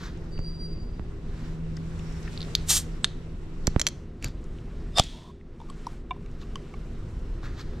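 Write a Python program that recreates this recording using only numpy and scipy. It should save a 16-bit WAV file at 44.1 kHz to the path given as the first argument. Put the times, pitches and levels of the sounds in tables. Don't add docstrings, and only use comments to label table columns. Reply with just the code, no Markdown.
import sys
import numpy as np
from scipy import signal
from scipy.fft import rfft, irfft, next_fast_len
from scipy.io import wavfile

SR = 44100
rng = np.random.default_rng(int(sys.argv[2]) if len(sys.argv) > 2 else 0)


def how_loud(loudness_db):
    steps = np.asarray(loudness_db, float) / 20
    return 10 ** steps


def transcribe(signal):
    frames = np.atleast_2d(signal).T
    limited = np.clip(frames, -1, 1)
    pcm = np.round(limited * 32767).astype(np.int16)
    wavfile.write(sys.argv[1], SR, pcm)


N = 343980


def rms_one(x):
    return x / np.sqrt(np.mean(x ** 2) + 1e-20)


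def in_time(rows):
    s, *columns = np.transpose(rows)
    return [np.interp(np.arange(N) / SR, s, c) for c in columns]


def at_hz(points, hz):
    table_hz, values = np.array(points).T
    return np.interp(np.log(hz), np.log(table_hz), values)


def drift(rate_hz):
    r = np.exp(-80 * np.pi * rate_hz / SR)
    noise = rng.standard_normal(N // 40 + 2002)
    slow = signal.lfilter([1], [1, -2 * r, r * r], noise)[2000:]
    return np.interp(np.arange(N) / 40, np.arange(len(slow)), rms_one(slow))


def band(x, low_hz, high_hz):
    return signal.sosfilt(signal.butter(2, [low_hz, high_hz], "band", fs=SR, output="sos"), x)


def coloured(x, spectrum):
    size = next_fast_len(N)
    hz = np.maximum(np.arange(size // 2 + 1) * SR / size, 1)
    return rms_one(irfft(rfft(x, size) * how_loud(at_hz(spectrum, hz)), size)[..., :N])


def resonate(x, peaks):
    out = 0
    for k, (hz, width, db) in enumerate(peaks):
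        r = np.exp(-np.pi * max(width, 5) / SR)
        poles = [1, -2 * r * np.cos(2 * np.pi * hz / SR), r * r]
        out = out + (-1) ** k * how_loud(db) * signal.lfilter([1 - r, 0, r - 1], poles, x)
    return out


def resonate_twice(x, hz, width):
    peak = [(hz, 1.9 * width, 0)]
    return resonate(resonate(x, peak), peak)


def add(track, s, sound):
    i = round(s * SR)
    track[..., i:i + sound.shape[-1]] += sound[..., :N - i]


def swell(s, db, hold_s, rise_s, fall_s):
    t = np.arange(N) / SR - s
    steps = np.maximum(-t / max(rise_s, .001), (t - hold_s) / max(fall_s, .001))
    return db - np.clip(20 * steps, 0, 120)


def swing(delay_ms, width_ms, low_cut_hz):
    t = np.arange(3000) / SR * 1000
    dip = -np.exp(-((t - delay_ms) / width_ms) ** 2)
    return signal.lfilter(*signal.butter(1, low_cut_hz, "high", fs=SR), dip)


def blow(peaks, contact_ms, crack_db, damp_ms=11.0, rough=1.0, uneven_db=0.0):
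    t = np.arange(4096) / SR * 1000
    push = t / contact_ms * np.exp(-t / contact_ms)
    contact = (1 + rough * rng.standard_normal(len(t))) * push + 1e-12
    click = 1.0 * (t == 0)
    ring = 0
    for (hz, width, db), luck in zip(peaks, rng.standard_normal(len(peaks))):
        share = np.std(resonate_twice(click, hz, width)) * how_loud(db + uneven_db * luck)
        ring = ring + rms_one(resonate_twice(contact, hz, width)) * share
    ring = ring * np.exp(-t / damp_ms)
    crack = band(contact, 900, 7000)
    sound = ring / np.abs(ring).max() + how_loud(crack_db) * crack / np.abs(crack).max()
    sound = signal.sosfilt(signal.butter(2, 13000, fs=SR, output="sos"), sound)
    return sound / np.abs(sound).max()


def struck(events, peaks, contact_ms, crack_db, damp_ms, uneven_db=0.0, rough=12.0):
    out = np.zeros(N)
    for s, db in events:
        add(out, s, how_loud(db) * blow(peaks, contact_ms, crack_db, damp_ms, rough, uneven_db))
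    return out


def grains(per_s, spread_db):
    sizes = how_loud(spread_db * np.minimum(rng.exponential(1, N), 4)) * rng.choice([-1, 1], N)
    return sizes * (rng.random(N) < per_s / SR) + 1e-12


def spread(x, wide, pan_db):
    padded = np.pad(x, 4096, "reflect")
    side = wide * signal.hilbert(padded, next_fast_len(N + 8192)).imag[4096:N + 4096]
    return x * how_loud([[pan_db / 2], [-pan_db / 2]]) + side * [[1], [-1]]


def squeal_tone(s, hz, db, rise_s, fall_s, second_db, third_db):
    t = np.arange(N) / SR - s
    pitch = hz - 50 * np.maximum(t, 0)
    turn = 2 * np.pi * np.cumsum(pitch * (1 + .0012 * drift(40))) / SR
    tone = np.sin(turn) + how_loud(second_db) * np.sin(2 * turn) + how_loud(third_db) * np.sin(3 * turn)
    level_db = swell(s, db, .85 * fall_s, rise_s, fall_s) + 2.2 * drift(25)
    return np.sqrt(2) * how_loud(level_db) * tone


# t/s, level/dB
DUCKS = [
    (3.05, 1.5),
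    (3.87, 1.5),
    (5.0, 7),
]


def ducking():
    out = 0
    for s, db in DUCKS:
        after = np.maximum(np.arange(N) / SR - s, 0)
        out = out - 2 * db * (1 - np.exp(-after / .15)) * np.exp(-after / .7)
    return out


# t/s, level/dB, width/s
GUST = (7.34, 3.5, .4)


def gust():
    s, db, width_s = GUST
    return db * np.exp(-((np.arange(N) / SR - s) / width_s) ** 2)


# t/s, level/dB
AIR_HISS = [(0, -70), (.56, -75.5), (1.21, -75.5), (1.45, -67), (1.61, -74), (2.06, -65), (2.45, -60),
            (3.41, -75.5), (3.82, -67), (4.15, -82), (4.45, -74), (4.97, -72), (5.42, -88), (5.72, -71),
            (5.93, -66.5), (6.03, -82), (6.5, -71.5), (7.8, -73)]
# f/Hz, level/dB per Hz
AIR_TONE = [(11, -30), (18, 4.5), (38, -2), (128, -13), (165, -11.5), (275, -22), (317, -20), (410, -21),
            (446, -27.5), (500, -23), (703, -41), (961, -34), (6820, -53), (9500, -63), (12200, -66),
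            (16000, -93)]
# f/Hz, likeness (0 to 1)
LIKENESS = [(60, 1.0), (180, 1), (550, 1), (1650, 0.79), (4970, 0.84), (15000, 0.45)]
# f/Hz, share (0 to 1)
AIR_FOLLOWS = [(40, .1), (350, .12), (1700, .55), (8000, .95)]


def town_air():
    hiss_db = in_time(AIR_HISS)[0]
    hiss_db = hiss_db - np.median(hiss_db)
    edges = 16 * 2 ** np.arange(0, 10.1, .5)
    white = rng.standard_normal((2, 2, N))
    out = 0
    for k, (low, high) in enumerate(zip(edges, edges[1:])):
        mid, side = band(white[k % 2], low, high)
        hz = np.sqrt(low * high)
        share = at_hz(AIR_FOLLOWS, hz)
        alike = np.clip(at_hz(LIKENESS, hz) ** 2.7, 0, 1)
        level_db = at_hz(AIR_TONE, hz) + share * hiss_db + 1.3 * drift(17)
        level_db = level_db + (1 - share) * ducking() * (1 if hz < 120 else .6) + gust() * (hz < 120)
        stereo = np.sqrt(1 + alike) * mid + np.sqrt(1 - alike) * side * [[1], [-1]]
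        out = out + how_loud(level_db) * stereo
    return how_loud(-36) * rms_one(out) * how_loud([[-.3], [.3]])


# t/s, level/dB
HUM = [(0, -48), (.32, -42), (.6, -39.5), (1.15, -51), (1.65, -35), (2.65, -41.5), (3.34, -47.5),
       (3.71, -43.5), (4.13, -55), (4.7, -47), (5.24, -56), (7.2, -55), (7.8, -47)]
# f/Hz, level/dB under the drone
FANS = [(240, -9.5), (323, -11), (355, -10.5), (405, -9.5)]
# t/s, f/Hz
FIRING = [(0, 80.67), (3.6, 79.63), (4.6, 77.18), (7.8, 76.64)]


def engine():
    second_db = in_time(HUM)[0] - 0.9 + 0.91 * drift(4.6)
    first_db = -46 + 3.5 * drift(1.2) + ducking() - 4.5 + 0.78 * drift(5.5)
    turn = 2 * np.pi * np.cumsum(in_time(FIRING)[0] * (1 + .003 * drift(4))) / SR
    out = how_loud(second_db) * np.sin(2 * turn) + how_loud(first_db) * np.sin(turn)
    for hz, db in FANS:
        fan_db = -48.5 + .6 * ducking() + db + 2.4 * drift(5.9)
        out += how_loud(fan_db) * np.sin(2 * np.pi * hz * np.arange(N) / SR + 1.67 * drift(2.8))
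    boom = [(33, 18, 0)]
    throb = resonate(resonate(rng.standard_normal(N), boom), boom)
    return np.sqrt(2) * out + how_loud(-40 + ducking() + gust() - 6) * rms_one(throb)


# t/s, level/dB, brightness/dB, rise/s, fall/s
RUSTLE = [
    (.03, -48, -3, .1, .09),
    (1.4, -59, -5, .3, .2),
    (4.242, -49.5, 0, .028, .06),
    (6.415, -57, 1, .03, .03),
    (7.434, -49, -7, .015, .1),
    (7.6, -49, -1, .045, .03),
    (7.68, -64, -3, .3, .3),
]


def rustle():
    strokes = [how_loud(swell(s, db, .3 * fall_s, rise_s, fall_s)) for s, db, _, rise_s, fall_s in RUSTLE]
    dull = sum(strokes)
    bright = sum(x * how_loud(row[2]) for x, row in zip(strokes, RUSTLE))
    fibres = grains(9000, spread_db=3.0)
    body = resonate(fibres, [(980, 500, 1), (1700, 600, 4), (2500, 600, -2)])
    sheen = resonate(fibres, [(3700, 1400, 0), (7000, 2600, -14), (11300, 1900, -20)])
    rub = how_loud(16) * strokes[2] * rms_one(band(rng.standard_normal(N), 30, 180))
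    rub += how_loud(-5) * strokes[2] * rms_one(resonate(fibres, [(4550, 70, 0)]))
    cloth = dull * rms_one(band(body, 500, 2800)) + bright * rms_one(band(sheen, 2700, 11000))
    return spread(cloth, .35, 0.074) + rub


# t/s, peak level/dB, ring f/Hz, left-right level/dB
TOUCHES = [(.063, -41, 5400, 2), (.173, -52, 6100, 3), (0.376, -46.5, 2700, 8), (0.39, -49, 6000, 1),
           (1.767, -37, 5100, 2), (1.772, -39, 1700, 2), (1.99, -45, 6500, 2), (1.993, -43, 2840, 4),
           (2.123, -49, 6000, 7), (2.228, -48, 5450, 9), (2.277, -35, 1900, 4), (4.44, -49.5, 7000, 0),
           (4.585, -46.5, 2500, 1), (5.035, -36, 4700, -2), (5.037, -35, 6950, 5), (5.41, -52, 2000, 0),
           (6.313, -55, 6500, 0), (7.43, -39, 1000, 2), (7.612, -38, 4200, 5)]


def touches():
    out = np.zeros((2, N))
    for s, db, hz, pan_db in TOUCHES:
        tap = blow([(hz, hz * 0.19, 0)], contact_ms=1.6, crack_db=-21.5, rough=5.0)
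        add(out, s, how_loud(db) * tap * how_loud([[pan_db / 2], [-pan_db / 2]]))
    return out


# t/s, level/dB
GRABS = [(.445, -3), (.487, 3), (.55, -2), (.615, 4), (.658, 4), (.728, -1), (.82, 0), (.877, -1),
         (.94, -6), (.99, -9), (1.045, -9)]


def grabbing():
    t = np.arange(N) / SR
    return how_loud(-9) + sum(how_loud(db) * np.exp(-((t - s) / .02) ** 2) for s, db in GRABS)


# t/s, f/Hz, level/dB, rise/s, fall/s (per 20 dB)
SQUEAL = [
    (.45, 4785, -51.5, .06, .3),
    (.325, 4650, -55, .02, .17),
    (2.0, 5530, -65, .015, .2),
    (.77, 4700, -62, .05, .04),
    (.38, 4720, -62, .04, .06),
]


def brake_squeal():
    out = grabbing() * squeal_tone(*SQUEAL[0], -27, -49) + squeal_tone(*SQUEAL[1], -28, -40)
    return out + sum(squeal_tone(*row, -40, -50) for row in SQUEAL[2:])


# t/s, level/dB
BUMPS = [
    (.391, -24),
    (0.9955, -23.5),
    (3.6764, -10.5),
    (3.7621, -8),
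    (7.735, -34),
]


def microphone_bumps():
    t = np.arange(3000) / SR * 1000
    edge = -np.cos(2 * np.pi * 0.33 * t) * np.exp(-t / 1.22) * (1 - np.exp(-(t / 0.15) ** 2))
    slow = swing(delay_ms=3.26, width_ms=1.57, low_cut_hz=18)
    knock = np.array([0.5 * edge + 0.23 * slow, 1.38 * edge + 1.8 * slow])
    out = np.zeros((2, N))
    for s, db in BUMPS:
        add(out, s, how_loud(db) * knock)
    return out


# t/s, peak level/dB
NAIL = [
    (2.3311, -39.5),
    (2.376, -25.5),
    (2.406, -26.5),
    (2.4169, -24),
    (2.4285, -26),
    (2.4492, -36),
]
# f/Hz, width/Hz, level/dB
NAIL_RING = [(2950, 200, -12), (4150, 600, 2), (7490, 310, -28)]


def nail_ticks():
    ticks = struck(NAIL, NAIL_RING, contact_ms=.06, crack_db=-24.5, damp_ms=3.0, rough=.4)
    return band(ticks, 2500, 5800)


# t/s, peak level/dB
SEAL = [
    (2.5518, -4),
]
# f/Hz, width/Hz, level/dB
SEAL_RING = [(2660, 200, -15), (3750, 450, -7), (4300, 600, 0), (5500, 130, -11), (6380, 300, -5),
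             (7100, 200, -16), (8270, 300, -21), (9320, 200, -25), (10100, 250, -19), (12000, 500, -19)]


def seal_snap():
    return struck(SEAL, SEAL_RING, contact_ms=.07, crack_db=-22, damp_ms=2.5, rough=.2)


# t/s, level/dB, hold/s, rise/s, fall/s
VENT = (2.697, -24, .08, .018, .032)
VENT_SPURT = (2.705, -25, .004, .01, .015)
VENT_SIGH = (2.8, -62, .02, .05, .08)
# f/Hz, level/dB per Hz
VENT_TONE = [(290, -51.5), (500, -32.5), (545, -17.5), (1210, -12), (1930, -11), (2160, -15), (3540, -1.5),
             (5090, -4), (5880, 0.5), (8450, 0), (11100, -9), (12300, -7.5), (16000, -31)]


def gas_vent():
    flow = sum(how_loud(swell(*row)) for row in (VENT, VENT_SPURT, VENT_SIGH))
    return flow * coloured(grains(20000, spread_db=3.5), VENT_TONE)


# t/s, f/Hz, level/dB, rise/s, fall/s
SQUEAK = (3.037, 8020, -50, .011, .008)
# t/s, peak level/dB
RIVET = [
    (3.0443, -1),
]
# f/Hz, width/Hz, level/dB
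RIVET_RING = [(1350, 200, -18), (1750, 330, -5), (3130, 120, -14), (3750, 420, 0), (4250, 520, -2),
              (5000, 250, -8), (6000, 250, -6), (6600, 150, -8), (7400, 180, -11), (8100, 170, -7),
              (8900, 200, -12), (10000, 300, -16)]


def rivet_crack():
    squeak = squeal_tone(*SQUEAK, -63.5, -60)
    return squeak + struck(RIVET, RIVET_RING, contact_ms=.1, crack_db=-20, damp_ms=4.0, rough=.2)


# t/s, peak level/dB
RATTLE = [
    (3.6706, -12),
    (3.7962, -15),
    (3.8005, -19),
    (3.8149, -10),
    (3.8676, -8),
    (3.8732, -13),
    (3.886, -24),
]
# f/Hz, width/Hz, level/dB
RATTLE_RING = [(600, 37, 0), (1920, 1100, -12.5), (3200, 250, -8), (4090, 340, -5), (5400, 400, -5.5),
               (5970, 150, 2.5), (7000, 300, -4), (8600, 600, -33), (9900, 460, -20), (12200, 320, -22)]


def tab_rattle():
    return struck(RATTLE, RATTLE_RING, contact_ms=.12, crack_db=-9, damp_ms=6.0, uneven_db=3.5, rough=2.5)


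# t/s, peak level/dB
GRIP = [
    (4.2258, -30),
    (4.2417, -30),
    (4.244, -16.5),
    (4.262, -38),
    (4.2831, -41),
]
# f/Hz, width/Hz, level/dB
GRIP_RING = [(600, 150, -4), (2480, 430, 0), (4030, 280, -6), (4650, 220, -4), (5400, 300, -6),
             (7200, 420, -3), (8610, 290, -9), (9700, 240, -16), (11200, 290, -14), (12000, 300, -12)]


def grip_clicks():
    return struck(GRIP, GRIP_RING, contact_ms=.1, crack_db=-12, damp_ms=3.0, rough=.6, uneven_db=2.0)


# t/s, level/dB, hold/s, rise/s, fall/s
TEAR = (4.975, -25, .022, .016, .005)
TEAR_CREEP = (4.962, -52, .005, .03, .02)
# f/Hz, width/Hz, level/dB
TEAR_RING = [(703, 50, 6), (1180, 90, 0), (1810, 100, -10), (2480, 90, -12), (2770, 90, -11),
             (3200, 120, -2), (3605, 80, 6), (4450, 130, -5), (5025, 55, 8), (5700, 300, -16),
             (7150, 130, -8), (8390, 90, -10), (9200, 120, -14), (11000, 300, -22)]
# t/s, peak level/dB
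POP = [
    (4.9838, -8),
    (4.9967, -1),
]
# f/Hz, width/Hz, level/dB
POP_RING = [(720, 160, 3), (1250, 200, -6), (2550, 200, -10), (3050, 150, -5), (3400, 220, 2),
            (4500, 250, -7), (5030, 130, -4), (5900, 300, -6), (7300, 350, -11), (8700, 400, -18)]


def lid_tear():
    slips = grains(9000, spread_db=2.5)
    rip = rms_one(resonate(slips, TEAR_RING)) + how_loud(-12) * rms_one(band(slips, 500, 5500))
    growth_db = 7 * np.clip((np.arange(N) / SR - TEAR[0]) / TEAR[2], 0, 1)
    out = (how_loud(swell(*TEAR) + growth_db) + how_loud(swell(*TEAR_CREEP))) * rip
    out += struck(POP, POP_RING, contact_ms=.08, crack_db=-10, damp_ms=9.0, rough=.5)
    add(out, POP[-1][0], how_loud(-10) * swing(delay_ms=3.4, width_ms=1.6, low_cut_hz=20))
    return out


# t/s, level/dB, hold/s, rise/s, fall/s
FIZZ = [
    (5.003, -30, .002, .003, .024),
    (5.02, -43, .03, .01, .22),
    (5.12, -66, .17, .1, .06),
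]
# f/Hz, level/dB per Hz
FIZZ_TONE = [(710, -30), (1200, -16), (1390, -10.5), (1570, -18), (1830, -10), (2880, -8), (3420, -5),
             (4860, -9), (8820, -17), (14000, -46)]
# t/s, level/dB, hold/s, rise/s, fall/s
GURGLE = [
    (5.005, -37, .001, .003, .011),
    (5.17, -57, .14, .15, .015),
]


def fizz():
    froth, gurgle = (sum(how_loud(swell(*row)) for row in rows) for rows in (FIZZ, GURGLE))
    foam = grains(6100, spread_db=1.0)
    hiss = coloured(foam, FIZZ_TONE) + how_loud(-3) * rms_one(resonate(foam, [(3450, 320, 6), (8500, 200, -15)]))
    after = np.maximum(np.arange(N) / SR - GURGLE[0][0], 0)
    mouth_hz = 850 + 620 * after
    note = np.sin(2 * np.pi * np.cumsum(mouth_hz) / SR) * band(foam, 5, 60)
    mouth = rms_one(note) + how_loud(-5) * rms_one(resonate(foam, [(640, 90, 0)]))
    return how_loud(-6.5) * froth * hiss + gurgle * mouth


# t/s, peak level/dB, air note f/Hz, wall level/dB, crack level/dB
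DENTS = [(5.601, -41.5, 930, -58, -52), (5.615, -39, 922, -60.5, -52), (5.636, -52, 945, -70, -58),
         (5.688, -47, 1130, -62, -52), (5.699, -38.5, 1106, -60, -42), (5.8685, -23.5, 969, -64.5, -38),
         (6.108, -23.5, 1016, -28.5, -46), (6.163, -46, 973, -60, -61), (6.261, -58, 1200, -57, -48),
         (6.5566, -32, 1090, -62, -33), (6.739, -42, 1105, -65, -50)]
# f/Hz, width/Hz, level/dB
WALL_RING = [(732, 30, 11.5), (1700, 70, -8), (2320, 60, 5.5), (2800, 80, 1.5), (3430, 120, -6),
             (3566, 60, 2.5)]
# t/s, peak level/dB, f/Hz, width/Hz
PINGS = [(5.603, -52, 3500, 300), (5.616, -52, 3500, 300), (5.7, -44, 3250, 350), (5.7, -48, 4450, 200),
         (5.701, -44, 7990, 250), (5.867, -42, 4000, 400), (5.868, -40, 5480, 300),
         (5.869, -44, 10500, 1200), (6.261, -50, 2500, 300), (6.262, -54, 4000, 400),
         (6.415, -50, 3200, 300), (6.425, -50, 1150, 120), (6.432, -48, 2750, 200), (6.434, -50, 1150, 120),
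         (6.5566, -31, 3030, 200), (6.5566, -38, 1900, 700), (6.5572, -38, 4890, 450),
         (6.5566, -44, 6060, 250), (6.5566, -43, 8600, 900), (6.7, -56, 4500, 900), (6.739, -43, 775, 80),
         (6.739, -45, 2200, 90), (6.739, -51, 2750, 200), (6.74, -56, 6500, 900), (6.8, -55, 5800, 900)]


def dents():
    out = np.zeros(N)
    for s, db, hz, wall_db, crack_db in DENTS:
        t60_s = .033 + .0018 * max(wall_db + 52, 0)
        note = [(hz, 2.8 / max(t60_s, .01), 0)]
        snap = [(3180, 260, 0), (5000, 1500, -4), (1700, 900, -4)]
        add(out, s, how_loud(db) * blow(note, contact_ms=0.14, crack_db=-46, damp_ms=80, rough=0.103))
        add(out, s, how_loud(wall_db) * blow(WALL_RING, contact_ms=.07, crack_db=-30, damp_ms=50, rough=.1))
        add(out, s, how_loud(crack_db) * blow(snap, contact_ms=0.09, crack_db=0, rough=1.5))
    for s, db, hz, width in PINGS:
        add(out, s, how_loud(db) * blow([(hz, width, 0)], contact_ms=.06, crack_db=-30, damp_ms=20.0, rough=.2))
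    return out


def alcove(x):
    t = np.arange(SR // 2) / SR
    noise = rng.standard_normal((2, len(t)))
    late = band(noise, 1200, 7500) * how_loud(-60 * t / 0.31) * (1 - np.exp(-(t / 0.019) ** 2))
    early = band(noise[::-1], 1300, 12000) * np.exp(-t / 0.0038) * (t > .002)
    tail = sum(how_loud(db) * part / np.sqrt(np.sum(part[0] ** 2)) for db, part in ((-31, late), (-16, early)))
    return signal.fftconvolve(x[None], tail + .7 * tail[::-1], axes=1)[:, :N]


def scene():
    around = town_air() + spread(engine(), .6, .1) + rustle() + touches()
    around = around + spread(brake_squeal(), .4, -2.0) + microphone_bumps()
    can = nail_ticks() + seal_snap() + gas_vent() + rivet_crack() + grip_clicks() + dents()
    tab = tab_rattle()
    lid = lid_tear() + fizz()
    echoes = alcove(can + tab + how_loud(-8) * lid)
    return spread(can + lid, .24, -.1) + spread(tab, .3, -2.5) + echoes + around


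def band_limit(x):
    return signal.sosfilt(signal.butter(12, 16780, fs=SR, output="sos"), x)


# t/s, hold/s, rise/s, fall/s
FOLD = (4.3, 1.45, .4, 1.1)


def record(dry):
    mid, side = (dry[0] + dry[1]) / 2, (dry[0] - dry[1]) / 2
    start_s, hold_s, rise_s, fall_s = FOLD
    folded = np.maximum(1 + swell(start_s, 0, hold_s, rise_s, fall_s) / 20, 0)
    after_db = -4 * (np.arange(N) / SR > start_s + hold_s) * (1 - folded)
    low_db = -9.5 - 34 * folded + 2 * after_db
    middle_db = 3 - 25 * folded + after_db
    low = signal.sosfiltfilt(signal.butter(2, 370, "low", fs=SR, output="sos"), side)
    high = signal.sosfiltfilt(signal.butter(2, 10000, "high", fs=SR, output="sos"), side)
    side = how_loud(low_db) * low + how_loud(middle_db) * (side - low - high) + 1.8 * np.roll(high, 7)
    limited = 1.358 * np.tanh(np.array([mid + side, mid - side]) / 1.251)
    mix = signal.sosfilt(signal.cheby2(18, 50, 16700, fs=SR, output="sos"), limited)
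    return band_limit(mix)


dry = scene()
out = record(dry)
transcribe(out)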